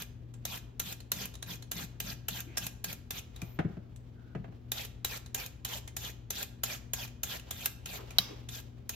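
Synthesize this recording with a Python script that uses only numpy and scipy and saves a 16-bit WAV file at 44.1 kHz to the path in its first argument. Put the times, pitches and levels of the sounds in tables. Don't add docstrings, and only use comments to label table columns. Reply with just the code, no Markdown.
import sys
import numpy as np
from scipy import signal
from scipy.fft import rfft, irfft, next_fast_len
from scipy.io import wavfile

SR = 44100
rng = np.random.default_rng(int(sys.argv[2]) if len(sys.argv) > 2 else 0)


def master_out(mix):
    frames = np.transpose(np.atleast_2d(mix))
    ceiling = np.clip(frames, -1, 1)
    pcm = np.round(ceiling * 32767).astype(np.int16)
    wavfile.write(sys.argv[1], SR, pcm)


N = 394694
TIME = np.arange(N) / SR


def from_db(db):
    return 10 ** (np.asarray(db) / 20)


def rms_one(x):
    return x / np.sqrt(np.mean(x ** 2) + 1e-20)


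def at_hz(points, hz):
    table = np.array(points)
    return np.interp(np.log(hz + 1e-3), np.log(table[:, 0]), table[:, 1])


def colour(x, spectrum, resonances=()):
    size = 2 * next_fast_len(x.shape[-1] // 2 + 1024)
    hz = np.arange(size // 2 + 1) * SR / size
    peaks_db = sum(boost / (1 + (2 * (hz - f) / width) ** 2) for f, width, boost in resonances)
    db = at_hz(spectrum, hz) + peaks_db
    cepstrum = irfft(np.log(from_db(db)))
    cepstrum[1:size // 2] *= 2
    cepstrum[size // 2 + 1:] = 0
    response = np.exp(rfft(cepstrum))
    return irfft(rfft(x, size) * response)[..., :x.shape[-1]]


def drift(rate_hz, size):
    hz = np.arange(size // 2 + 1) * SR / size
    lowpass = 1 / (1 + (hz / rate_hz) ** 2)
    return rms_one(irfft(rfft(rng.standard_normal(size)) * lowpass, size))


def noise(size):
    return rng.standard_normal((2, size))


def dying(t, t60):
    return from_db(-60 * np.maximum(t, 0) / t60) * (t >= 0)


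def ring(t, hz, t60):
    return np.sin(2 * np.pi * (hz * t + rng.random((2, 1)))) * dying(t, t60)


def add(out, s, x):
    at = round(s * SR)
    x = x[:, max(-at, 0):]
    part = out[:, max(at, 0):max(at, 0) + x.shape[-1]]
    part += x[:, :part.shape[-1]]


def ruptures(size, per_s, spread_db):
    born = rng.random(size) < per_s / SR
    unevenness = np.minimum(rng.exponential(1, size), 4)
    return noise(size) * born * from_db(spread_db * unevenness)


def wandering(x, patch_db, patch_hz):
    size = x.shape[-1]
    hz = np.arange(size // 2 + 1) * SR / size
    place = 3 * np.log2(np.maximum(hz, 400) / 400)
    spectrum, out = rfft(x), 0
    for k in range(19):
        band = irfft(spectrum * np.maximum(1 - abs(place - k), 0), size)
        out = out + band * from_db(patch_db * drift(patch_hz, size))
    return rms_one(out) * np.sqrt(np.mean(x ** 2))


def narrow_noise(t, hz, width_hz):
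    phase = 2 * np.pi * np.cumsum(hz + 0 * t) / SR
    channels = []
    for _ in range(2):
        in_phase = drift(width_hz, len(t)) * np.cos(phase)
        quadrature = drift(width_hz, len(t)) * np.sin(phase)
        channels.append(in_phase + quadrature)
    return rms_one(np.array(channels))


# [landing t/s, strip free t/s, landing level/dB, landing ring f/Hz,
# rasp level/dB, place of greatest force 0-1, strip ring f/Hz, snap level/dB]
PEELING_STROKES = [(-0.09, 0.019, -25.5, 3900, -41, 0.94, 3930, -30.5),
                   (0.4516, 0.574, -23, 3900, -40.5, 0.74, 3500, -36),
                   (0.7962, 0.9237, -20.5, 6200, -42, 0.8, 3530, -30),
                   (1.1169, 1.2532, -17.5, 4140, -40.5, 0.72, 3450, -29),
                   (1.46, 1.554, -44, 4000, -41, .55, 3460, -43),
                   (1.714, 1.846, -22.5, 3000, -41, 0.63, 3540, -46.5),
                   (2.0008, 2.127, -23, 2940, -41, 0.83, 3620, -41),
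                   (2.283, 2.403, -20.5, 2740, -40, 0.72, 3230, -30),
                   (2.5775, 2.665, -23.5, 5940, -42.5, .75, 2760, -26),
                   (2.8415, 2.927, -22.5, 4500, -43, 0.77, 2510, -29.5),
                   (3.1057, 3.188, -23.5, 3500, -41, 1, 2470, -37.5),
                   (4.717, 4.848, -20, 3726, -39.5, .53, 3570, -32.5),
                   (5.046, 5.172, -18, 3830, -40, 0.62, 2530, -35),
                   (5.345, 5.46, -20.5, 7040, -40, 0.47, 2440, -31.5),
                   (5.6477, 5.783, -23, 3130, -38.5, 0.63, 3350, -46),
                   (5.9651, 6.102, -24.5, 7040, -41, 0.67, 3360, -43.5),
                   (6.3033, 6.426, -22, 6140, -38.5, 0.84, 3700, -25.5),
                   (6.634, 6.763, -17.5, 7060, -38, 0.63, 2470, -48),
                   (6.9334, 7.052, -20, 6670, -40, 0.74, 3450, -46),
                   (7.232, 7.37, -20.5, 6600, -38.5, 0.69, 3290, -41),
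                   (7.5073, 7.657, -24, 3470, -42, 1, 3460, -18),
                   (7.857, 7.973, -27.5, 3030, -40, 0.86, 2470, -46),
                   (8.487, 8.6, -30, 3600, -44, 0.59, 3540, -43),
                   (8.892, 9.009, -23.5, 6620, -44.5, 0.8, 2560, -46)]
# [f/Hz, level/dB]
CRUNCH_SPECTRUM = [(200, -37), (400, 2.5), (550, 0), (780, 2.5), (1050, -1.5), (1500, -2.5), (1900, 3),
                   (2600, -24)]
# [f/Hz, level/dB]
RASP_SPECTRUM = [(1200, -21), (2000, -7.5), (2500, 2), (3400, 1.5), (4300, 0.5), (5100, -3), (6400, -2),
                 (7500, -5), (9500, -12), (12000, -38)]
# [f/Hz, level/dB]
SIZZLE_SPECTRUM = [(7000, -25.5), (10000, -3), (11500, 2), (13300, 5.5), (14500, 3), (15600, -12),
                   (17000, -48.5)]
# [f/Hz, level/dB]
PUSH_SPECTRUM = [(60, -23), (110, -20), (170, 12), (220, -1), (320, -11), (600, -31.5), (1500, -50.5)]
# [f/Hz, width f/Hz, nominal boost level/dB]
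BLADE_RESONANCES = [(1386, 67, 6), (1628, 61, 6.5), (2095, 64, 6.5), (2440, 160, 5), (3050, 19, 5.5),
                    (3520, 150, 2.5), (3930, 79, 2.5), (4940, 110, 0), (6700, 86, -4.5)]
# [t/s, level/dB]
HAND_BEARING = [(0, -54), (.45, -60), (1.1, -49), (1.7, -46), (2.4, -51.5), (3.1, -48.5), (4.7, -61),
                (8.5, -60)]
BUILD_DB, EASE_DB_PER_STROKE = 14, 17
USUAL_RASP_DB, SIZZLE_FOLLOWS = -38.5, .65


def strokes(bite_s=0.014, release_t60=0.072, catch_db=0.3, rasp_db=-2.0, crunch_db=-9.0, sizzle_db=-8.0,
            sizzle_arc=0.77, ring_fall=0.5):
    out, t = np.zeros((2, N)), np.arange(SR // 4) / SR
    for start, end, _, _, db, crest, hz, _ in PEELING_STROKES:
        length = max(end - start, .01)
        along = np.minimum(t / length, 1)
        contact = np.minimum(t / bite_s, 1) * from_db(-60 * np.maximum(t - length, 0) / release_t60)
        build_db = BUILD_DB * np.maximum(1 - along / crest, 0)
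        ease_db = EASE_DB_PER_STROKE * np.maximum(along - crest, 0)
        arc_db = -build_db - ease_db
        force = from_db(db + arc_db)
        cells = [ruptures(len(t), per_s=12000, spread_db=2.0) for _ in range(3)]
        cut = from_db(rasp_db) * rms_one(colour(cells[0], RASP_SPECTRUM, BLADE_RESONANCES))
        cut += from_db(crunch_db) * rms_one(colour(cells[1], CRUNCH_SPECTRUM, BLADE_RESONANCES))
        cut = wandering(cut, patch_db=4.2, patch_hz=28)
        strip_hz = hz * 2 ** (ring_fall * (.5 - along))
        strip = narrow_noise(t, strip_hz, width_hz=61)
        cut += from_db(-7) * np.sin(np.pi * along) * strip
        wet_db = USUAL_RASP_DB + SIZZLE_FOLLOWS * (db - USUAL_RASP_DB) + sizzle_arc * arc_db + sizzle_db
        wet = from_db(wet_db) * rms_one(colour(cells[2], SIZZLE_SPECTRUM))
        catching = from_db(catch_db * drift(150, len(t)))
        bearing_db = np.interp(start, *np.transpose(HAND_BEARING))
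        rumble = from_db(bearing_db) * rms_one(colour(noise(len(t)), PUSH_SPECTRUM))
        add(out, start, contact * (catching * (force * cut + wet) + rumble))
    return out


# [t/s, level/dB, ring f/Hz]
LIGHT_TICKS = [(0.338, -44.5, 7500), (1.0028, -38.5, 4230), (1.3382, -39, 3760), (1.3516, -37, 3760),
               (1.4246, -28, 3970), (1.623, -36, 4180), (2.5703, -19, 5430), (3.3597, -38, 3890),
               (3.4162, -30.5, 2420), (3.96, -46, 7780), (5.26, -39, 4070), (5.875, -34, 2130),
               (7.075, -39.5, 2410), (7.395, -37, 2640), (8.105, -35, 2370)]
# (treble level/dB, low level/dB, both re the middle range, boost of the ring level/dB)
LANDING_TONE, SNAP_TONE, TICK_TONE = (0.0, -9.5, 8.0), (3.0, -10, 8.0), (-11.5, -8.0, 13.0)
FIRM_DB, LANDING_DULLS_DB_PER_DB, SNAP_DULLS_DB_PER_DB = -22.5, 1.9, 0.37


def blade_hits(snap_hz=2500):
    hits = [(s, db, hz, TICK_TONE, 0) for s, db, hz in LIGHT_TICKS]
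    for start, end, landing_db, hz, _, _, _, snap_db in PEELING_STROKES:
        landing_loss_db = LANDING_DULLS_DB_PER_DB * max(FIRM_DB - landing_db, 0)
        snap_loss_db = SNAP_DULLS_DB_PER_DB * max(FIRM_DB - snap_db, 0)
        hits.append((start, landing_db, hz, LANDING_TONE, landing_loss_db))
        hits.append((end, snap_db, snap_hz, SNAP_TONE, snap_loss_db))
    return hits


# [f/Hz, level/dB]
CLICK_SPECTRUM = [(1200, -19), (2000, -11), (2700, 2.5), (3700, 1.5), (5100, -2.5), (6600, 4), (7800, 0),
                  (9500, 4.5), (12000, -17)]


def clicks(first_db=0.5, touch_s=.0004, contact_t60=.011, clatter_db=-24.0, tail_db=-5.5, tail_t60=0.093,
           treble_t60=.15, level_db=-10.0, ring_width_hz=490):
    out, t = np.zeros((2, N)), np.arange(SR // 12) / SR
    struck = [(f, width, boost * 1.3) for f, width, boost in BLADE_RESONANCES]
    for s, db, hz, (treble, low, boost), dulling in blade_hits():
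        rebound, clatter = rng.uniform(.0014, .0026), rng.uniform(.004, .008)
        shape = from_db(first_db) * np.minimum(t / touch_s, 1) * dying(t, contact_t60 / 2)
        shape += dying(t - rebound, contact_t60)
        shape += from_db(clatter_db) * dying(t - clatter, contact_t60)
        shape += from_db(tail_db) * dying(t - rebound, tail_t60)
        parts = [(CLICK_SPECTRUM, 0, struck + [(hz, ring_width_hz, boost)], shape),
                 (CRUNCH_SPECTRUM, low, struck, shape),
                 (SIZZLE_SPECTRUM, treble - dulling, [], shape * dying(t, treble_t60))]
        click = 0
        for spectrum, gain_db, peaks, burst in parts:
            click = click + from_db(gain_db) * rms_one(colour(noise(len(t)) * burst, spectrum, peaks))
        add(out, s, from_db(db + level_db) * np.sqrt(np.mean(shape ** 2)) * click)
    return out


# [f/Hz, level/dB]
MAINS_HUM = [(59.2, -59.5), (119.8, -52), (240.5, -63.5), (306, -76.5)]
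# [f/Hz, level/dB]
AIR_SPECTRUM = [(25, -35.5), (38, -12), (52, -3.5), (90, -5), (160, -13.5), (240, -16), (400, -22),
                (600, -32), (1000, -40), (2500, -47), (5000, -65.5), (14000, -63.5)]


def appliance(waver_db=2.0, waver_rad=.2, air_db=-52.0):
    hum = 0
    for hz, db in MAINS_HUM:
        level = np.sqrt(2) * from_db(db + waver_db * drift(2.1, N))
        hum = hum + level * np.sin(2 * np.pi * hz * TIME + waver_rad * drift(1.0, N))
    air = from_db(air_db) * rms_one(colour(noise(N), AIR_SPECTRUM))
    return hum * np.array([[1], [0]]) + air


# [loudest t/s, level/dB, swell over 20 dB t/s, settling over 20 dB t/s]
SOFT_SWELLS = [(2.56, -57.5, 0.11, .09), (3.43, -57.5, 0.22, .28), (3.72, -67, .2, .35),
               (4.56, -69, .5, .5), (7.49, -54.5, .08, 0.13), (8.01, -55, 0.3, 1), (8.3, -54, .2, 0.32)]
# [f/Hz, level/dB]
PAPER_SPECTRUM = [(150, -15.5), (350, 3), (800, -1.5), (1600, -8.5), (3000, -4.5), (6000, -16.5),
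                  (10000, -25.5), (14000, -20), (17000, -37.5)]
# [start t/s, length t/s, level/dB, centre f/Hz, width f/Hz]
SMOOTH_RUBS = [(2.45, 0.07, -54, 301, 69.3), (2.456, 0.14, -61.5, 2320, 500),
               (3.41, 0.18, -65.5, 13800, 399), (4.128, 0.25, -70.5, 1486, 130),
               (4.159, 0.44, -83, 3540, 903), (4.36, 0.073, -44, 172, 30), (7.968, 0.061, -56, 1288, 390),
               (7.975, 0.09, -54.5, 428.5, 110.4), (8.286, 0.073, -50, 342, 80)]


def rustle(handling_db=-73.0):
    level = from_db(handling_db)
    for s, db, swell, settling in SOFT_SWELLS:
        away = np.maximum((s - TIME) / swell, (TIME - s) / settling)
        level = np.maximum(level, from_db(db - 20 * away))
    uneven = noise(N) * from_db(2.0 * drift(30, N))
    out = level * rms_one(colour(uneven, PAPER_SPECTRUM))
    for s, length, db, hz, width in SMOOTH_RUBS:
        t = np.arange(int(max(length, .02) * SR)) / SR
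        add(out, s, from_db(db) * signal.windows.tukey(len(t), .5) * narrow_noise(t, hz, width))
    return out


# [t/s, level/dB, pitch f/Hz, slap re thud level/dB]
COUNTER_KNOCKS = [(3.421, -30, 174, -16.5), (3.589, -20.5, 167, -4), (3.646, -19.5, 169, -26),
                  (3.692, -36.5, 200, -24.5), (3.769, -32, 178, -16.5), (4.350, -28, 181, -8),
                  (4.367, -35, 125.8, -19), (4.443, -45, 145, 2.5), (4.48, -40, 173, -14),
                  (4.523, -39.5, 134, -14.5), (8.188, -35, 186.4, -11)]
# [multiple of the knock's pitch, level/dB, t60 t/s]
THUD_MODES = [(.62, -6, .07), (1.0, 4, 0.055), (1.25, -9, .07), (1.88, -8.5, .055), (2.45, -18.5, 0.065),
              (3.4, -17, 0.034)]
# [f/Hz, level/dB]
SLAP_SPECTRUM = [(150, -7), (320, 1.5), (650, 0), (1000, -10.5), (1600, -8.5), (2500, -13.5), (5000, -35.5),
                 (14000, -49)]


def knocks(slap_t60=0.091, slap_db=-2.5, rise_s=0.008, thud_db=7.0):
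    out, t = np.zeros((2, N)), np.arange(SR // 4) / SR
    for s, db, hz, slap in COUNTER_KNOCKS:
        thud = 0
        for multiple, level, t60 in THUD_MODES:
            thud = thud + from_db(level) * np.sin(2 * np.pi * multiple * hz * t) * dying(t, t60)
        thud *= from_db(thud_db) * (1 - np.exp(-(t / rise_s) ** 2))
        skin = from_db(slap + slap_db) * rms_one(colour(noise(len(t)), SLAP_SPECTRUM)) * dying(t, slap_t60)
        add(out, s, from_db(db) * (thud * np.array([[1], [0]]) + skin))
    return out


# [t/s, level/dB]
FRAME_BLOWS = [(8.1848, -8), (8.1865, -11), (8.1895, -25), (8.196, -30)]
# [f/Hz, level/dB, t60 t/s]
FRAME_MODES = [(711, -21.5, 0.027), (1420, -18, 0.013), (3100, -11.5, 0.029), (3845, -3, 0.026),
               (4060, -7.5, 0.022), (4470, -10.5, .022), (4830, -17.5, 0.0096), (5760, -11, 0.0091),
               (8270, -12, 0.011), (13270, -7.5, .008)]
# [f/Hz, level/dB]
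CRACK_SPECTRUM = [(250, -23), (550, -10), (1400, -7.5), (2200, -5.5), (3000, -1), (5400, -2.5), (6500, -12),
                  (8500, -15.5), (13000, -6), (16000, -17)]


def clack(crack_db=-14.0, crack_t60=.012, scatter_db=-25.0, scatter_t60=.08):
    ringing, cracking, t = np.zeros((2, N)), np.zeros((2, N)), np.arange(SR // 8) / SR
    for s, db in FRAME_BLOWS:
        blow = from_db(db) * np.minimum(t / 0.00054, 1)
        burst = from_db(crack_db) * dying(t, crack_t60) + from_db(scatter_db) * dying(t, scatter_t60)
        modes = sum(from_db(level) * ring(t, hz, t60) for hz, level, t60 in FRAME_MODES)
        add(ringing, s, blow * modes)
        add(cracking, s, blow * burst * rms_one(colour(noise(len(t)), CRACK_SPECTRUM)))
    return ringing, cracking


# [f/Hz, t60 t/s]
KITCHEN_T60 = [(100, 0.3), (800, 0.71), (2500, 0.49), (5500, 0.42), (9000, 0.44), (15000, 0.066)]


def kitchen(x, gap_s=0.013):
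    t, edges = np.arange(SR) / SR, np.geomspace(60, 17000, 9)
    tail = 0
    for low, high in zip(edges, edges[1:]):
        bandpass = signal.butter(2, [low, high], "band", fs=SR, output="sos")
        band = signal.sosfilt(bandpass, noise(len(t)))
        tail = tail + band * dying(t - gap_s, at_hz(KITCHEN_T60, np.sqrt(low * high)))
    return signal.fftconvolve(x[:1], rms_one(tail) / np.sqrt(len(t)), axes=1)[:, :N]


# [f/Hz, level/dB]
SUM_RESPONSE = [(400, -0.5), (700, -0.5), (3000, -2), (6800, 0), (7900, -3.5), (9100, -28), (10400, -6),
                (12000, -1)]
# [f/Hz, level/dB]
DIFFERENCE_RESPONSE = [(60, -9), (200, -18), (380, -2.5), (700, 2.5), (1300, -2.5), (3000, -5),
                       (4800, -2.5), (7000, 2), (9000, 4), (12000, -3.5), (14000, -29.5)]
# [f/Hz, level/dB]
LEFT_OVER_RIGHT = [(60, 5), (125, 5), (250, 1.5), (500, 0.5), (1500, -1), (4000, -0.3), (14000, -0.7)]


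def scene(room_db=-15.5, crack_room_db=-10.0, frame_room_db=-27.0):
    near = strokes() + clicks() + rustle() + knocks()
    frame, crack = clack()
    into_room = from_db(room_db) * near + from_db(crack_room_db) * crack + from_db(frame_room_db) * frame
    total = near + frame + crack + kitchen(into_room) + appliance()
    mid = colour(total[0], SUM_RESPONSE)
    side = colour(total[1], DIFFERENCE_RESPONSE)
    left = colour(mid + side, [(hz, db / 2) for hz, db in LEFT_OVER_RIGHT])
    right = colour(mid - side, [(hz, -db / 2) for hz, db in LEFT_OVER_RIGHT])
    return np.array([left, right])


def record(dry, cutoff_hz=16400):
    lowpass = signal.ellip(10, .2, 80, cutoff_hz, fs=SR, output="sos")
    return signal.sosfilt(lowpass, dry)


dry = scene()
out = record(dry)
master_out(out)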